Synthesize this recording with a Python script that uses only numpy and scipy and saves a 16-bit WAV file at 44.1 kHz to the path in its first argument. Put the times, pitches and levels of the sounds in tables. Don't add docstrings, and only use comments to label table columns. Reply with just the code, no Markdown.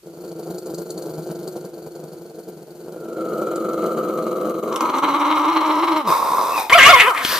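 import sys
import numpy as np
from scipy import signal
from scipy.fft import rfft, irfft, next_fast_len
from scipy.io import wavfile
from scipy.ndimage import uniform_filter1d, map_coordinates

SR = 44100
rng = np.random.default_rng(int(sys.argv[2]) if len(sys.argv) > 2 else 0)


def generate_wav(sig):
    pcm = np.round(np.clip(np.atleast_2d(sig).T, -1, 1) * 32767).astype(np.int16)
    wavfile.write(sys.argv[1], SR, pcm)


N = 325899


def amp(db):
    return 10 ** (np.asarray(db) / 20)


def unit(x):
    return x / np.sqrt(np.mean(x ** 2) + 1e-20)


def along(points, hz):
    f, v = np.transpose(points)
    return np.interp(np.log(hz + 1), np.log(f + 1), v)


def curves(rows):
    times, *columns = np.transpose(rows)
    return [np.interp(np.arange(N) / SR, times, column) for column in columns]


def during(rows):
    t = np.arange(N) / SR
    return np.clip(np.minimum(t - rows[0][0], rows[-1][0] - t) / .01 + 1, 0, 1)


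def bumps(rows, half_s):
    t = np.arange(N) / SR
    return sum(height * np.exp(-np.minimum(((t - s) / half_s) ** 2, 20)) for s, height in rows)


def wobble(rate, size=N):
    knots = rng.standard_normal(int(size * rate / SR) + 4)
    fine = map_coordinates(knots, [np.arange(8 * len(knots)) / 8])
    return np.interp(np.arange(size) * (8 * rate / SR), np.arange(len(fine)), fine)


def phase_of(hz):
    return 2 * np.pi * np.cumsum(hz) / SR


def filtered(x, response):
    size = next_fast_len(N + SR // 4)
    return irfft(rfft(x, size) * response(np.fft.rfftfreq(size, 1 / SR)), size)[..., :N]


def coloured(x, points, size=4096):
    cepstrum = irfft(np.log(amp(along(points, np.fft.rfftfreq(size, 1 / SR)))))
    cepstrum[1:size // 2] *= 2
    cepstrum[size // 2 + 1:] = 0
    return signal.oaconvolve(x, irfft(np.exp(rfft(cepstrum))))[:N]


def steady(x, seconds):
    size = max(int(seconds * SR), 2)
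    power = uniform_filter1d(uniform_filter1d(x * x, size), size)
    return x / np.sqrt(np.abs(power) + 1e-9 * np.mean(x * x))


def resonance(x, centre_hz, width_hz, order=3):
    carrier = np.exp(1j * phase_of(centre_hz))
    lowpass = signal.butter(order, width_hz / 2, fs=SR, output="sos")
    return np.real(carrier * signal.sosfilt(lowpass, x / carrier))


# f/Hz, gain/dB
ROOM_TONE = [(25, -33), (60, -4.5), (130, -12), (400, -18), (2500, -19), (14000, -21)]
def room_tone():
    return np.array([unit(coloured(rng.standard_normal(N), ROOM_TONE)) for side in range(2)])


# t/s, throb rate/Hz
THROB_RATE = [(0.0, 28.61), (0.6, 25.73), (1.2, 24.18), (1.3, 22.78), (1.4, 25.16), (1.5, 23.1),
              (1.9, 22.74), (2.0, 24.78), (2.1, 21.35), (2.2, 23.51), (2.5, 21.51), (2.8, 22.59),
              (2.9, 25.66), (3.1, 23.25), (3.2, 25.77), (3.4, 21.63), (3.8, 23.38), (4.0, 15.49),
              (4.1, 21.71), (5.0, 22.88), (5.1, 15.72), (5.5, 25.02), (5.6, 22.02), (6.0, 22.97)]
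def throbbing(parted, lift_db=0.84, uneven_db=0.78):
    rate, = curves(THROB_RATE)
    turn = phase_of(rate)
    flutter = np.cos(turn + np.cos(turn) / 2)
    every_second = (1 - np.cos(turn / 2)) ** 2 / 4
    height_db = lift_db * (1 + .5 * wobble(10))
    swell_db = height_db * every_second * parted + uneven_db * wobble(25)
    return flutter, swell_db


def closures(pitch, rough, jitter, shimmer_db, breath):
    cycles = np.cumsum(pitch) / SR
    at = np.interp(np.arange(1, int(cycles[-1])), cycles, np.arange(N))
    index = at.astype(int)
    late, size = rng.standard_normal((len(at), 2)).T
    at = np.clip(at + late * jitter * rough[index] * SR / pitch[index], 0, N - 2)
    size = amp(size * shimmer_db * rough[index])
    whole, part = at.astype(int), at % 1
    pulses = np.bincount(whole, size * (1 - part), N) + np.bincount(whole + 1, size * part, N)
    puffs = rng.standard_normal(N) * np.exp(-4 * (cycles % 1))
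    return unit(pulses) + breath * rough * unit(puffs)


# t/s, pitch/Hz, roughness/0-1
GROWL_PITCH = [(0, 172.4, 0.9), (2.8, 172.1, 0.91), (3.3, 179.4, 0.98), (4.6, 190.5, 1.02),
               (4.85, 258.1, 0.68), (5.15, 282.8, 0.48), (5.35, 309.9, 0.43), (5.9, 322.8, .3),
               (5.985, 320.4, 0.12), (6.03, 256.8, 0.16), (6.1, 156.6, 0.39)]
# t/s, dip/dB
TONE_BREAKS = [(5.135, 8), (5.25, 14), (5.34, 8), (5.435, 17), (5.53, 8), (5.625, -6), (5.745, 8),
               (5.845, 12), (5.95, 2)]
def larynx(parted, bared, swell_db, warble, warble_bend=0.0063):
    pitch, rough = curves(GROWL_PITCH)
    rough = np.clip(rough, 0, 1)
    bend = (.025 * (1 - parted) - .012 * bared) * swell_db
    bend = bend - warble_bend * warble + .13 * rough * wobble(50)
    rough = rough * amp(.5 * bared * swell_db)
    pulses = closures(pitch * np.exp(bend), rough, jitter=0.199, shimmer_db=3.0, breath=1.0)
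    tone_hz = pitch * (1 - warble_bend * warble / 2 + wobble(40) / 100)
    tone = unit(np.sin(phase_of(tone_hz))) * amp(-bumps(TONE_BREAKS, half_s=0.013))
    return pulses, tone


# f/Hz, gain/dB
LOW_SHUT = [(90, -31), (130, -30), (155, -3.5), (205, -14.5), (255, -19), (300, -21), (322, -0.5),
            (362, 2.5), (390, -14.5), (440, -3.5), (570, -18), (660, -14.5), (1000, -30), (1700, -49)]
LOW_PARTED = [(90, -35.5), (125, -21.5), (158, -11), (232, -2.5), (270, -19), (325, 4), (445, -2),
              (510, 6.5), (560, -6), (670, -6), (800, -20.5), (1000, -27), (1700, -48)]
LOW_BARED = [(100, -59), (235, -28), (290, 6), (330, 1), (390, -23), (470, -3), (540, 4), (640, -13),
             (720, -1), (900, -6.5), (1600, -43)]
def low_growl(pulses, tone, push, parted, bared):
    shut = steady(steady(coloured(pulses, LOW_SHUT), 0.012) * push ** 1.73, 0.15)
    ajar = steady(steady(coloured(pulses, LOW_PARTED), 0.021) * push ** 0.31, 0.17)
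    snarl = steady(0.82 * bared ** 3 * tone + 0.5 * unit(coloured(pulses, LOW_BARED)), 0.098)
    rattle = np.sqrt(1 - parted) * shut + np.sqrt(parted * (1 - bared)) * ajar
    return rattle + np.sqrt(parted) * bared ** 2.5 * snarl


def mouth(pulses, push, parted, bared, mouth_hz):
    wide = np.clip(0.5 * (1 - parted) + 1.515 * bared ** 0.96, 0, 1)
    sharp = steady(resonance(pulses, mouth_hz, width_hz=161), 0.09)
    broad = steady(resonance(pulses, mouth_hz, width_hz=350), 0.2)
    return steady(((1 - wide) * sharp + wide * broad) * push ** (1.1 - 0.19 * bared), 0.051)


# f/Hz, width/Hz, level/dB
MUZZLE_MODES = [(1697, 210, -1.5), (2196, 310, 4.5), (2970, 670, 2.5), (3890, 370, 1)]
def muzzle(pulses, push, flutter):
    rattle = pulses * amp(1.8 * wobble(200) + 0.74 * flutter)
    buzz = 0
    for hz, width_hz, db in MUZZLE_MODES:
        centre_hz = hz * (1 + 0.022 * (flutter + wobble(20)))
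        buzz = buzz + amp(db) * unit(resonance(rattle, centre_hz, width_hz, order=2))
    return steady(buzz * push, 0.44)


def sinking_hiss(colour, at_s, sink_per_s):
    speed = np.exp(np.clip(sink_per_s * (at_s - np.arange(N) / SR), -.2, .2))
    hiss = coloured(rng.standard_normal(N), colour)
    return unit(map_coordinates(hiss, [np.cumsum(speed)], mode="wrap"))


# f/Hz, gain/dB
NOSE_AIR = [(2000, -22.5), (3700, -7.5), (4400, 7), (5400, -9.5), (6800, 2), (8000, -11.5), (9400, -3.5),
            (11000, -11), (14000, -3.5)]
LIP_AIR = [(1900, -8), (3030, 3.5), (3480, -7), (4150, 9), (4750, 3.5), (5350, -15), (5900, -3.5),
           (6800, 9), (7300, 0.5), (12400, -4), (14300, 4)]
TEETH_AIR = [(3000, -21), (4100, 0), (4750, -1), (5400, 9), (6200, 1.5), (6850, -5), (7400, 0.5),
             (8150, -8), (9200, -6), (11500, -6), (12200, -5), (14000, -12)]
def exhale(pulses, flutter, parted, bared, spit_db=0.5):
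    nose = unit(coloured(rng.standard_normal(N) + 0.32 * pulses, NOSE_AIR))
    lips = sinking_hiss(LIP_AIR, at_s=3.4, sink_per_s=0.032)
    teeth = sinking_hiss(TEETH_AIR, at_s=5.8, sink_per_s=0.13)
    hiss = np.sqrt(1 - parted) * nose + np.sqrt(parted * (1 - bared)) * lips + bared * teeth
    flicker_db = (6.5 - 3.7 * bared) * flutter + wobble(40) + (4.0 - 0.69 * parted) * wobble(250)
    return amp(spit_db * np.sin(np.pi * bared) ** 2) * steady(hiss * amp(flicker_db), 0.051)


# t/s, parted/0-1, bared/0-1, mouth resonance/Hz
LIP_POSE = [(0, 0.05, 0, 1350), (2.8, 0.04, 0.02, 1444), (3.2, 0.94, 0.04, 1313), (3.9, 0.99, 0.14, 1265),
            (4.66, 0.98, 0.12, 1204), (4.8, 1, .66, 1106), (5.25, 0.98, 0.98, 1080),
            (6.1, 0.94, 0.81, 1034)]
# t/s, level/dB
GROWL_EFFORT = [(0, -85), (.035, -45), (.25, -33), (.8, -30), (1.35, -30.5), (1.8, -36), (2.68, -39.5),
                (3.03, -33.5), (3.2, -25.5), (3.85, -22.5), (4.6, -23), (5.1, -22), (5.4, -22),
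                (5.99, -20.5), (6.03, -33), (6.1, -23.5)]
# t/s, swell/dB
GROWL_HEAVES = [(.07, 5), (.26, 2), (.507, 4.5), (.668, 1), (.8, 3.5), (1.055, 1), (1.305, 4), (1.483, 3),
                (1.567, 4), (1.648, 2.5), (1.86, 4), (1.96, 4), (2.045, 3), (2.135, 2.5), (2.39, 3.5),
                (2.49, 5), (2.89, 0.5), (3.41, 4.5), (3.85, 4.5), (3.99, 2), (4.49, 3), (4.83, 5),
                (4.97, 3.5), (5.045, 3.5)]
# t/s, dip/dB
GROWL_CATCHES = [(.345, 9), (.61, 9), (.765, 5), (.85, 6), (.94, 7), (1.345, 2), (1.71, 10), (1.9, 7),
                 (2.33, 7), (2.66, 11), (3.075, 4.5), (3.155, 6), (4.538, 5), (4.615, 13), (4.792, 4.5),
                 (4.92, 4), (5.012, 10)]
# level when shut/dB, added when parted/dB, added when bared/dB
MOUTH_MIX = (-23.5, 13.5, 15)
MUZZLE_MIX = (-36, 3, 25.5)
EXHALE_MIX = (-16.5, -7.5, 2.5)
def growl(warble_hz=15, warble_db=1.5):
    parted, bared, mouth_hz = curves(LIP_POSE)
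    parted, bared = np.clip([parted, bared], 0, 1)
    flutter, swell_db = throbbing(parted)
    warble = bared ** 2 * np.cos(phase_of(warble_hz * (1 + 0.1178 * wobble(8))))
    pulses, tone = larynx(parted, bared, swell_db, warble)
    throb_db = (1.5 + 2.0 * np.sin(np.pi * bared)) * flutter + warble_db * warble
    push = amp(throb_db + (1.5 - .5 * bared) * swell_db + 1.9 * parted * wobble(60))

    def opened(shut_db, parted_db, bared_db):
        return amp(shut_db + parted_db * parted + bared_db * bared)

    voice = low_growl(pulses, tone, push, parted, bared)
    voice += opened(*MOUTH_MIX) * mouth(pulses, push, parted, bared, mouth_hz)
    voice += opened(*MUZZLE_MIX) * muzzle(pulses, push, flutter)
    voice += opened(*EXHALE_MIX) * exhale(pulses, flutter, parted, bared)
    effort_db, = curves(GROWL_EFFORT)
    accent_db = bumps(GROWL_HEAVES, half_s=0.019) - bumps(GROWL_CATCHES, half_s=0.012)
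    return amp(effort_db - 1 + accent_db) * voice * during(GROWL_EFFORT)


def ticks(rows, colour, t60, attack_s=0.00027):
    t = np.arange(SR // 8) / SR
    strikes = np.bincount([int(s * SR) for s, db in rows], [amp(db) for s, db in rows], N)
    burst = amp(-60 * t / t60) * (1 - np.exp(-t / attack_s))
    return signal.oaconvolve(strikes, burst)[:N] * unit(coloured(rng.standard_normal(N), colour))


# f/Hz, gain/dB
WET_CLICKS = [(0.5816, -23), (0.6592, -27.5), (0.7436, -21.5), (0.7823, -24), (0.9028, -18.5),
              (0.9756, -22), (1.0226, -24.5), (1.4745, -22.5), (3.557, -21)]
CLICK_COLOUR = [(1700, -33), (3000, -25), (4400, 12), (5400, -3.5), (6700, 9), (8500, 1.5), (14000, -5)]
def wet_clicks():
    return ticks(WET_CLICKS, CLICK_COLOUR, t60=0.026, attack_s=0.0054)


# f/Hz, gain/dB
LIP_SMACKS = [(4.727, -28.5), (4.76, -17), (4.807, -19.5), (4.985, -24)]
SMACK_COLOUR = [(1000, -16), (3000, 4.5), (4700, -4), (5700, 6), (7000, -3), (14000, -18)]
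def lip_smacks():
    return ticks(LIP_SMACKS, SMACK_COLOUR, t60=0.017)


# f/Hz, gain/dB
PALATE_SLAPS = [(5.377, -10), (5.55, -14), (6.123, -6.5), (6.225, -12), (6.335, -16), (6.381, -10)]
SLAP_COLOUR = [(300, -26), (800, -14), (1100, 3.5), (1300, -4), (1650, -30.5), (14000, -39)]
def palate_slaps():
    return ticks(PALATE_SLAPS, SLAP_COLOUR, t60=0.032, attack_s=0.0014)


# f/Hz, gain/dB
SNORE_COLOUR = [(100, -28), (320, -7.5), (530, -2.5), (660, -3.5), (760, -6.5), (1050, -1.5), (1400, -13),
                (2000, -42.5)]
def inhale(rows, hiss_colour, rattle_hz, breath):
    snore_db, hiss_db, mouth_hz = curves(rows)
    pitch = rattle_hz * np.exp(.2 * wobble(18))
    rattle = closures(pitch, np.ones(N), jitter=0.18, shimmer_db=-1.5, breath=breath)
    rattle += 2.3 * rng.standard_normal(N)
    ring = steady(resonance(rattle, mouth_hz, width_hz=240), 0.026)
    snore = 0.49 * unit(coloured(rattle, SNORE_COLOUR)) + 0.95 * ring
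    hiss = unit(coloured(rng.standard_normal(N) + 0.32 * rattle, hiss_colour))
    return (amp(snore_db) * snore + amp(hiss_db - 3.0) * hiss) * during(rows)


# f/Hz, gain/dB
SNORT_BREATH = [(6.055, -54, -56, 1040), (6.075, -18, -29.5, 1030), (6.12, -17.5, -26.5, 1000),
                (6.2, -21.5, -32.5, 989), (6.38, -19, -32, 1000), (6.55, -22.5, -32, 1037),
                (6.59, -21.5, -25, 850), (6.64, -30, -34, 830), (6.69, -34.5, -42.5, 824)]
SNORT_AIR = [(940, -15), (1600, -1.5), (1920, 2), (2570, 2.5), (2980, -12), (3740, 6), (4370, -4.5),
             (5010, 1.5), (7080, -6.5), (9400, -5), (11300, -12), (13200, 0), (14200, -12)]
def snort():
    return inhale(SNORT_BREATH, SNORT_AIR, rattle_hz=97.6, breath=2.5)


# f/Hz, gain/dB
JAW_SNAPS = [(6.11, -32), (6.697, -12), (7.249, -6.5), (7.381, -17.5)]
SNAP_COLOUR = [(150, -15), (330, 5), (600, -8), (1900, 3), (3300, 6), (5500, -10), (14000, -19)]
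def jaw_snaps():
    return ticks(JAW_SNAPS, SNAP_COLOUR, t60=0.021)


# t/s, f/Hz, level/dB
NOSE_WHISTLE = [(6.49, 2600, -46), (6.56, 2590, -31.5), (6.61, 2350, -33.5), (6.66, 2470, -44)]
def nose_whistle():
    pitch, level_db = curves(NOSE_WHISTLE)
    band = unit(resonance(rng.standard_normal(N), pitch, width_hz=160))
    return amp(level_db) * band * during(NOSE_WHISTLE)


# t/s, pitch/Hz, level/dB, strain/0-1
BARK_VOICE = [(6.697, 330, -15, 0.8), (6.714, 451.3, -15.5, .3), (6.734, 569, -2.5, 0.18),
              (6.754, 682.6, -8, 0.14), (6.773, 701.7, -4, 0), (6.8, 521, -6.5, 0.48),
              (6.812, 529.7, -5.5, 0.53), (6.845, 549.3, -3.5, .5), (6.877, 588.3, 2, 0.06),
              (6.899, 713.5, -3, 0.24), (6.915, 717.4, -6, 0.33), (6.933, 565.8, -3, 0.05),
              (6.97, 474.7, -12.5, 0.36), (7.01, 503.6, -4.5, 0.82), (7.042, 399.5, -16.5, 0.24),
              (7.083, 519, -12.5, 0.15), (7.108, 460.7, -15, 0.19), (7.13, 313.4, -25, 0.05),
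              (7.175, 299.7, -17, 0.93), (7.245, 238.5, -28, 0.62)]
# f/Hz, gain/dB
THROAT_WIDE = [(150, -21.5), (330, -9.5), (500, -5.5), (620, -13), (700, 3), (820, -9), (980, 0), (1150, 5),
               (1420, -4.5), (1720, -2), (2140, 2.5), (2480, -2.5), (2900, -4.5), (3700, -10.5),
               (5500, -20.5), (9000, -20), (14000, -22.5)]
def bark(harmonics=7, attack_s=0.0032, release_s=0.025, tear_db=3):
    start, end = int(BARK_VOICE[0][0] * SR), int((BARK_VOICE[-1][0] + release_s) * SR)
    pitch, level_db, strain = np.array(curves(BARK_VOICE))[:, start:end]
    size, rough = end - start, np.clip(strain, .02, 1)
    bright_db = 15.5 + 6.5 * np.log2(rough) + 0.71 * level_db
    phase = phase_of(pitch * (1 + (.005 + .012 * rough) * wobble(140, size)))
    phase += .3 * rough * wobble(450, size)

    def pressed(hz):
        return np.interp(hz, [1110, 2020, 3180, 5400], [0, 1, 1, 0])

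    def partial(k):
        db = along(THROAT_WIDE, k * pitch) + bright_db * pressed(k * pitch)
        return amp(db + 4.5 * wobble(70.2, size)) * np.sin(k * phase)

    stack = sum(partial(k) for k in range(1, harmonics + 1))
    stack += 0.35 * np.sqrt(rough) * sum(partial(k + .5) for k in range(2, harmonics))
    air = coloured(rng.standard_normal(size) * (1 + 0.15 * np.cos(phase)), THROAT_WIDE)[:size]
    pressed_air = irfft(rfft(air) * pressed(np.fft.rfftfreq(size, 1 / SR)), size)
    air += (amp(bright_db) - 1) * pressed_air
    voice = np.sqrt(1 - rough) * steady(stack, 0.026) + .65 * np.sqrt(rough) * steady(air, 0.0085)
    t = np.arange(size) / SR
    envelope = np.clip(np.minimum(t / attack_s, (t[-1] - t) / release_s), 0, 1)
    shake_db = tear_db * rough * wobble(172.4, size)
    return np.pad(envelope * amp(level_db + shake_db) * voice, (start, N - end))


# f/Hz, gain/dB
RASP_BREATH = [(7.23, -41, -25, 1001), (7.25, -41, -22, 1035), (7.33, -25, -17.5, 1020),
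               (7.39, -27.5, -21.5, 1080)]
RASP_AIR = [(710, -16.5), (1200, -7), (1420, -3.5), (1760, -0.5), (2070, -8.5), (4690, -6.5), (8370, -19),
            (14200, -15)]
def rasp():
    return inhale(RASP_BREATH, RASP_AIR, rattle_hz=123.0, breath=2.0)


# f/Hz, t60/s
ROOM_DECAY = [(150, 0.51), (500, 0.18), (2000, 0.19), (12000, 0.071)]
# f/Hz, gain/dB
ROOM_GAIN = [(200, -18), (700, -16), (1200, -4), (3000, -4.5), (6000, -8.5), (14000, 4.5)]
def room(dog):
    hz, t, noise = signal.stft(rng.standard_normal((2, SR // 3)), SR, nperseg=256)
    t60 = along(ROOM_DECAY, hz)[:, None]
    decaying = noise * amp(-60 * t / t60 + along(ROOM_GAIN, hz)[:, None])
    equal_energy = np.sqrt(2 * np.log(1000) / (t60 * SR))
    tail = signal.istft(decaying * equal_energy, SR, nperseg=256)[1]
    return signal.fftconvolve(np.pad(dog, (90, 0))[None], tail, axes=1)[:, :N]


# f/Hz, left over right/dB
STEREO_BALANCE = [(300, 0.5), (1000, 0), (2500, 3.5), (5000, 0.5), (9000, 3.5), (13000, 8.5)]
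def stereo_pair(x, lag_s=.00003):
    def response(hz):
        log_ratio = np.log(amp(along(STEREO_BALANCE, hz))) - 2j * np.pi * hz * lag_s
        return np.exp(np.outer([.5, -.5], log_ratio))
    return filtered(x, response)


def scene():
    dog = growl() + wet_clicks() + lip_smacks() + palate_slaps()
    dog += snort() + amp(-0.5) * jaw_snaps() + nose_whistle() + bark() + rasp()
    return stereo_pair(dog + room(dog)) + amp(-56.0) * room_tone()


def record(dry, ceiling=0.9, hardness=5, skew=0.16, low_hz=36, top_hz=14300):
    drive = np.abs(dry * (1 + skew * np.sign(dry)) / ceiling)
    flattened = dry / (1 + drive ** hardness) ** (1 / hardness)
    return filtered(flattened, lambda hz: (hz < top_hz) * hz ** 2 / np.hypot(hz ** 2, low_hz ** 2))


dry = scene()
out = record(dry)
generate_wav(out)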